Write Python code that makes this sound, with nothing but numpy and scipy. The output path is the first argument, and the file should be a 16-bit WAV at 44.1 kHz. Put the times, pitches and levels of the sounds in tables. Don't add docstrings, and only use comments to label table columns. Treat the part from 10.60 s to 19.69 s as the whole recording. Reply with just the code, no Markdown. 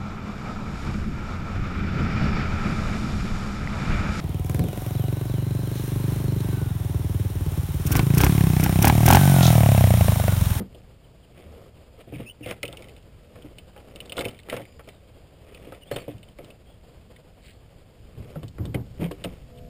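import sys
import numpy as np
from scipy import signal
from scipy.fft import rfft, irfft, next_fast_len
from scipy.io import wavfile
from scipy.ndimage import uniform_filter1d, map_coordinates

SR = 44100
rng = np.random.default_rng(int(sys.argv[2]) if len(sys.argv) > 2 else 0)


def dump_mix(stems):
    frames = np.atleast_2d(stems).T
    limited = np.clip(frames, -1, 1)
    pcm = np.round(limited * 32767).astype(np.int16)
    wavfile.write(sys.argv[1], SR, pcm)


N = 400869
TIME_S = np.arange(N) / SR
AGE_S = np.arange(SR // 4) / SR

# start in seconds, relative level in dB, hardness (0 grip, 1 shaft).
BAG_KNOCKS = [(0.147, -40, 0.51), (1.473, -36, 0.1), (1.524, -27, 0.017), (1.599, -26, 0.068),
              (1.808, -31.5, 0.033), (1.862, -26, 0.47), (1.911, -25, 0.85), (2.034, -24, 0.66),
              (2.085, -31.5, 0.56), (2.131, -36, 0.81), (2.757, -40.5, 0.83), (2.845, -33, 0.067),
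              (3.163, -41, 0.97), (3.52, -33.5, 0.77), (3.58, -25.5, 0.96), (3.607, -25, 0.82),
              (3.637, -27.5, 0.38), (3.656, -20.5, 0.42), (3.887, -32, 0.86), (3.927, -20, 0.78),
              (3.968, -29, 0.83), (3.997, -29.5, 0.68), (4.194, -36.5, 0.89), (5.07, -33.5, 0.28),
              (5.122, -36, 0.88), (5.314, -17, 0.64), (5.363, -21.5, 0.72), (5.48, -24, 0.31),
              (5.788, -30.5, 0.61)]
# frequency in Hz, relative level in dB.
SCRATCH_SPECTRUM = [(600, -42), (1200, -8), (1750, 10.5), (2200, 15.5), (3100, 12), (3800, 4), (4300, -20),
                    (5200, -24), (6000, -25)]


def amp(db):
    return 10 ** (np.asarray(db) / 20)


def unit(x):
    return x / np.sqrt(np.mean(x ** 2) + 1e-20)


def crest(x):
    return x / np.sqrt(uniform_filter1d(x ** 2, 130).max() + 1e-20)


def fade(t60_s):
    return np.exp(-np.log(1000) * AGE_S / max(t60_s, 1e-3))


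def add(track, start_s, x):
    part = track[max(round(start_s * SR), 0):][:len(x)]
    part += x[:len(part)]


def wobble(rate_hz):
    return map_coordinates(rng.standard_normal(int(N * rate_hz / SR) + 4), [TIME_S * rate_hz])


def filtered(x, response):
    size = next_fast_len(N + SR // 2)
    return irfft(rfft(x, size) * response(np.fft.rfftfreq(size, 1 / SR)), size)[:N]


def coloured(x, spectrum):
    points_hz, db = np.transpose(spectrum)
    return unit(filtered(x, lambda hz: amp(np.interp(np.log(hz + 1), np.log(points_hz), db))))


def band(x, hz, octaves, order=1):
    edges_hz = hz * 2.0 ** (np.array([-.5, .5]) * octaves)
    return signal.sosfilt(signal.butter(order, edges_hz, "band", fs=SR, output="sos"), x)


def burst(hz, t60_s, octaves, order=1):
    return crest(band(rng.standard_normal(len(AGE_S)) * fade(t60_s), hz, octaves, order))


def ring(modes, detune, scatter_db):
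    out = np.zeros(len(AGE_S))
    for hz, db, t60_s in modes:
        strength, shift, polarity = rng.standard_normal(3)
        tone = np.sin(2 * np.pi * hz * (1 + detune * shift) * AGE_S)
        out += np.sign(polarity) * amp(db + scatter_db * strength) * fade(t60_s) * tone
    return crest(out)


def slips(rate_hz):
    return (rng.random(N) < rate_hz / SR) * rng.standard_normal(N)


def friction(spectrum, rate_hz, smooth_db):
    return coloured(unit(slips(rate_hz)) + amp(smooth_db) * rng.standard_normal(N), spectrum)


def air():
    # frequency in Hz, relative level in dB.
    wash_spectrum = [(90, -4.5), (170, -1.5), (300, -3), (490, 1), (650, -2.5), (900, -11.5), (1500, -15.5),
                     (2100, -19.5), (3100, -15.5), (4000, -23.5), (5000, -20), (6000, -55.5)]
    stir_db = .5 * wobble(rate_hz=3.22) + 2.18 * wobble(rate_hz=45)
    wash = amp(-57 + stir_db) * coloured(rng.standard_normal(N), wash_spectrum)
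    crinkle_db = -73.5 + 0.43 * wobble(rate_hz=6.3)
    return wash + amp(crinkle_db) * friction(SCRATCH_SPECTRUM, rate_hz=25, smooth_db=5)


def wind():
    # time in seconds, relative level in dB.
    breeze = [(0, -49.5), (1, -53.5), (2.4, -50.5), (4.5, -52), (7.2, -51.5), (8.1, -44.5), (9.09, -43.5)]
    # frequency in Hz, relative level in dB.
    rumble_spectrum = [(15, -5.5), (30, -4.5), (55, 3), (110, -0.5), (170, -7), (260, -14), (500, -41)]
    level_db = np.interp(TIME_S, *np.transpose(breeze)) + 0.5 + 0.96 * wobble(rate_hz=10)
    return amp(level_db) * coloured(rng.standard_normal(N), rumble_spectrum)


def bird():
    # start in seconds, peak level in dB.
    calls = [(.435, -61), (.625, -61), (1.135, -67), (1.33, -71)]
    progress = np.linspace(0, 1, int(.03 * SR))
    pitch_hz = np.interp(progress, [0, 1], [3400, 2700])
    note = np.sin(np.pi * progress) * np.sin(2 * np.pi * np.cumsum(pitch_hz) / SR)
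    out = np.zeros(N)
    for start_s, db in calls:
        add(out, start_s, amp(db) * note)
    return out


def cart_hum():
    # frequency in Hz, relative level in dB.
    partials = [(242.2, -58), (425.3, -59), (495.3, -51.5), (624.5, -57.5), (694.4, -57)]
    start_s, rise_s = 8.86, 0.1
    onset = np.clip((TIME_S - start_s) / rise_s, 0, 1)
    warped_s = np.cumsum(1 + 0.016 * wobble(rate_hz=32)) / SR
    return onset * sum(amp(db + 2) * np.sin(2 * np.pi * hz * warped_s) for hz, db in partials)


def glove_scuff():
    peak_s, width_s = 6.885, 0.059
    stroke = np.exp(-np.minimum(np.abs(TIME_S - peak_s) / width_s, 10) ** 2)
    return amp(-61.5) * stroke * unit(band(slips(rate_hz=500), hz=4100, octaves=.4, order=2))


def squeaks():
    # start and length in seconds, first and last pitch in Hz, relative level in dB.
    glides = [(1.534, 0.033, 2500, 2290, -40.5), (1.657, 0.066, 2560, 3040, -37.5),
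              (1.825, 0.035, 2900, 2335, -38.5), (4.02, 0.21, 4770, 5000, -64), (4.22, .2, 4500, 3370, -66),
              (5.213, 0.032, 2950, 2860, -44.5), (5.25, 0.056, 3100, 3600, -54),
              (5.315, 0.045, 4150, 4490, -44), (5.385, 0.051, 4470, 4360, -52.5),
              (6.05, .11, 3250, 3320, -59)]
    # squeak level in dB, jitter as a fraction of pitch.
    roughness = [(-46, .028), (-40, .042)]
    out = np.zeros(N)
    jitter = wobble(rate_hz=530)
    for start_s, length_s, first_hz, last_hz, db in glides:
        progress = np.linspace(0, 1, int(length_s * SR))
        glide_hz = first_hz + (last_hz - first_hz) * progress
        deviation = np.interp(db, *np.transpose(roughness)) * jitter[round(start_s * SR):][:len(progress)]
        phase = 2 * np.pi * np.cumsum(glide_hz * (1 + deviation)) / SR
        envelope = np.sqrt(2 * np.abs(np.sin(np.pi * progress)))
        add(out, start_s, amp(db) * envelope * (np.sin(phase) + amp(-20) * np.sin(2 * phase)))
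    return out * amp(-7 + 3.5 * wobble(rate_hz=220))


def slides():
    # peak time and length in seconds, relative body and scratch levels in dB.
    strokes = [(0.815, 0.1, -55.5, -60), (0.96, 0.35, -49, -66), (1.409, 0.037, -43, -50.5),
               (1.587, .11, -62, -54.5), (1.9, 0.067, -36.5, -40), (2.257, 0.2, -48.5, -64),
               (2.8, 0.5, -54.5, -69), (3.417, 0.34, -47.5, -61), (3.603, 0.057, -29, -43),
               (3.932, 0.076, -36.5, -46), (4.29, 0.039, -43, -56), (5.034, 0.34, -48, -57.5),
               (5.366, 0.13, -48, -53), (5.886, .105, -48.5, -67), (6.888, 0.1, -61, -55.5),
               (7.722, 0.27, -47.5, -61), (8.439, 0.073, -35, -45), (8.695, 0.28, -48.5, -60.5)]
    # frequency in Hz, relative level in dB.
    body_spectrum = [(90, -4.5), (170, -1.5), (330, -1.5), (500, 2.5), (680, -4.5), (900, -17), (1300, -13),
                     (1800, -29.5), (3000, -29)]
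    rise_share = 0.6
    body_gain, scratch_gain = np.zeros(N), np.zeros(N)
    for peak_s, length_s, body_db, scratch_db in strokes:
        width_s = length_s * np.where(TIME_S < peak_s, rise_share, 1 - rise_share)
        stroke = np.exp(-np.minimum(np.abs(TIME_S - peak_s) / width_s, 10) ** 2)
        body_gain += amp(body_db) * stroke
        scratch_gain += amp(scratch_db) * stroke
    drag = fade(t60_s=0.35)
    for start_s, db, _ in BAG_KNOCKS:
        add(body_gain, start_s, amp(db - 20.5) * drag)
        add(scratch_gain, start_s, amp(db - 28.5) * drag)
    pressure = scratch_gain / (scratch_gain + amp(-65))
    judder = amp(pressure * (2.27 * wobble(rate_hz=130) - 2.5))
    body = body_gain * friction(body_spectrum, rate_hz=500, smooth_db=-1)
    scratch = scratch_gain * friction(SCRATCH_SPECTRUM, rate_hz=900, smooth_db=-7.5)
    return judder * (body + scratch)


def thump(hz, t60_s, rise_s):
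    tone = crest(np.sin(2 * np.pi * hz * AGE_S) * fade(t60_s))
    shudder = burst(hz, t60_s, octaves=1.98, order=2)
    attack = 1 - np.exp(-AGE_S / rise_s)
    return crest((tone + amp(-2.5) * shudder) * attack)


def weight_thumps():
    # start in seconds, relative level in dB, pitch in Hz.
    bumps = [(0.002, -22, 192), (0.859, -34.5, 75), (1.554, -29, 140), (1.598, -27, 240.3),
             (5.542, -32.5, 111), (7.575, -29, 109), (7.761, -24.5, 152.4), (7.836, -26.5, 113),
             (7.996, -18.5, 106.3), (8.031, -27, 114), (8.076, -25.5, 118), (8.149, -16, 121),
             (8.162, -24.5, 200.5), (8.189, -31, 182), (8.396, -24, 161.4), (8.418, -17, 167.6),
             (8.443, -22, 175), (8.653, -26.5, 180)]
    t60_cycles = 32
    out = np.zeros(N)
    for start_s, db, hz in bumps:
        add(out, start_s, amp(db - 3.5) * thump(hz, t60_cycles / hz, rise_s=0.0014))
    return out


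def knock(hz, rattle_db):
    # frequency in Hz, relative level in dB, t60 in seconds.
    shell_modes = [(301, -0.5, 0.14), (381.2, -10.5, 0.16), (491.8, -0.5, 0.12), (556.7, 4, 0.056),
                   (685, -3.5, 0.1)]
    shaft_modes = [(840, 1, 0.19), (1114, 6, 0.048), (1326, 11.5, 0.069), (1400, -37, .06)]
    shell = ring(shell_modes, detune=0.016, scatter_db=3)
    shell += amp(-7) * burst(hz, t60_s=0.072, octaves=0.74)
    rattle = ring(shaft_modes, detune=0.041, scatter_db=14.5)
    rattle += amp(2) * burst(hz=1260, t60_s=0.044, octaves=1.5, order=2)
    return amp(-5.5) * crest(band(shell, hz, octaves=0.93)) + amp(rattle_db - 1) * crest(rattle)


def cart_knocks():
    # start in seconds, relative level in dB, band centre in Hz.
    panel_hits = [(7.757, -29.5, 590), (7.831, -32.5, 323), (7.983, -30.5, 293), (8.052, -31, 316),
                  (8.144, -20, 340), (8.511, -24.5, 335), (8.644, -23, 503)]
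    out = np.zeros(N)
    for start_s, db, hz in panel_hits:
        add(out, start_s, amp(db) * knock(hz, rattle_db=-12.5))
    return out


def bag_knocks():
    rebound_s, rebound_db = .012, -8.5
    out = np.zeros(N)
    for start_s, db, hardness in BAG_KNOCKS:
        hz = np.interp(hardness, [0, 1], [260, 590])
        rattle_db = np.interp(hardness, [0, 1], [-44, -2.5])
        sag_db = np.interp(hardness, [0, 1], [-6.5, -20])
        add(out, start_s, amp(db) * knock(hz, rattle_db))
        add(out, start_s + rebound_s, amp(db + rebound_db) * knock(hz, rattle_db))
        add(out, start_s, amp(db + sag_db) * thump(hz=117.4, t60_s=.2, rise_s=0.0036))
    return out


def clack(hz):
    # frequency in Hz, relative level in dB, t60 in seconds.
    steel_modes = [(2040, -19.5, 0.23), (2214, -3, 0.06), (2710, -10, 0.1), (3026, 11, 0.034),
                   (3550, -18, 0.17), (3570, 2, 0.043), (3580, 2.5, 0.033)]
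    contact = burst(hz, t60_s=0.017, octaves=0.26, order=2)
    shiver = burst(hz, t60_s=0.044, octaves=0.49, order=2)
    steel = crest(band(ring(steel_modes, detune=0.0095, scatter_db=4), hz, octaves=0.35))
    snap = burst(hz=3200, t60_s=0.0096, octaves=0.6)
    return crest(contact + amp(-2) * steel + amp(-7.5) * shiver + amp(-1) * snap)


def head_clacks():
    # start in seconds, relative level in dB, centre in Hz.
    hits = [(0.1473, -41.5, 3130), (1.8602, -31, 2300), (1.909, -24.5, 2280), (2.0302, -17.5, 2200),
            (2.0528, -25, 2590), (2.0792, -30, 2850), (2.1266, -33, 2950), (2.171, -31, 2700),
            (2.2226, -37, 2350), (2.2943, -43, 2430), (2.365, -41, 2400), (2.8227, -42.5, 3020),
            (2.9843, -33.5, 2750), (3.1773, -44, 2900), (3.359, -33, 2650), (3.4039, -25.5, 2780),
            (3.457, -42, 4120), (3.496, -29.5, 3200), (3.5214, -23, 2670), (3.5682, -27.5, 3530),
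            (3.5788, -25, 3030), (3.5918, -21.5, 3770), (3.6092, -21, 2260), (3.645, -29, 2190),
            (3.6521, -21.5, 2520), (3.6842, -29.5, 2800), (3.7898, -38.5, 2130), (3.8985, -21.5, 2060),
            (3.966, -27.5, 2560), (4.0177, -41, 2200), (4.0532, -40.5, 2180), (4.2882, -35, 2190),
            (4.947, -35, 2610), (5.1474, -41, 2180), (5.3127, -29, 1830), (5.3618, -24, 2860),
            (5.3843, -35, 2900), (5.6301, -40.5, 2900), (5.7862, -40.5, 2230), (5.8455, -40.5, 3700),
            (5.9043, -41, 2700), (6.5626, -42.5, 2050), (7.832, -39, 2850), (7.881, -40.5, 4300),
            (8.0544, -35, 3420), (8.1462, -24.5, 2200), (8.5155, -34.5, 2900), (8.6403, -24.5, 2970),
            (8.6472, -24, 2460)]
    rebound_s, rebound_db = .006, -9.5
    settle_s, settle_db = .35, -22.5
    tick_delays_s = settle_s * rng.random(size=(len(hits), 2))
    out = np.zeros(N)
    for (start_s, db, hz), delays_s in zip(hits, tick_delays_s):
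        add(out, start_s, amp(db) * clack(hz))
        add(out, start_s + rebound_s, amp(db + rebound_db) * clack(hz))
        for delay_s in delays_s:
            add(out, start_s + delay_s, amp(db + settle_db) * clack(hz))
    return amp(-7.5) * out


def scene():
    impacts = head_clacks() + bag_knocks() + cart_knocks() + weight_thumps()
    rubbing = slides() + glove_scuff() + squeaks()
    return (impacts + rubbing + cart_hum() + bird() + air() + wind())[None]


def record(dry):
    hold_hz, taper_hz, top_hz = 12000, 650, 15400
    base = filtered(dry[0], lambda hz: np.clip((hold_hz / 2 - hz) / taper_hz, 0, 1))
    sidebands = base * 2 * np.cos(2 * np.pi * hold_hz * TIME_S)
    mirror = filtered(sidebands, lambda hz: np.abs(hz - hold_hz) / np.maximum(hz, hold_hz / 2))
    hiss = amp(-80.5) * rng.standard_normal(N)
    return filtered(base + amp(.4) * mirror + hiss, lambda hz: hz < top_hz)[None]


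dry = scene()
out = record(dry)
dump_mix(out)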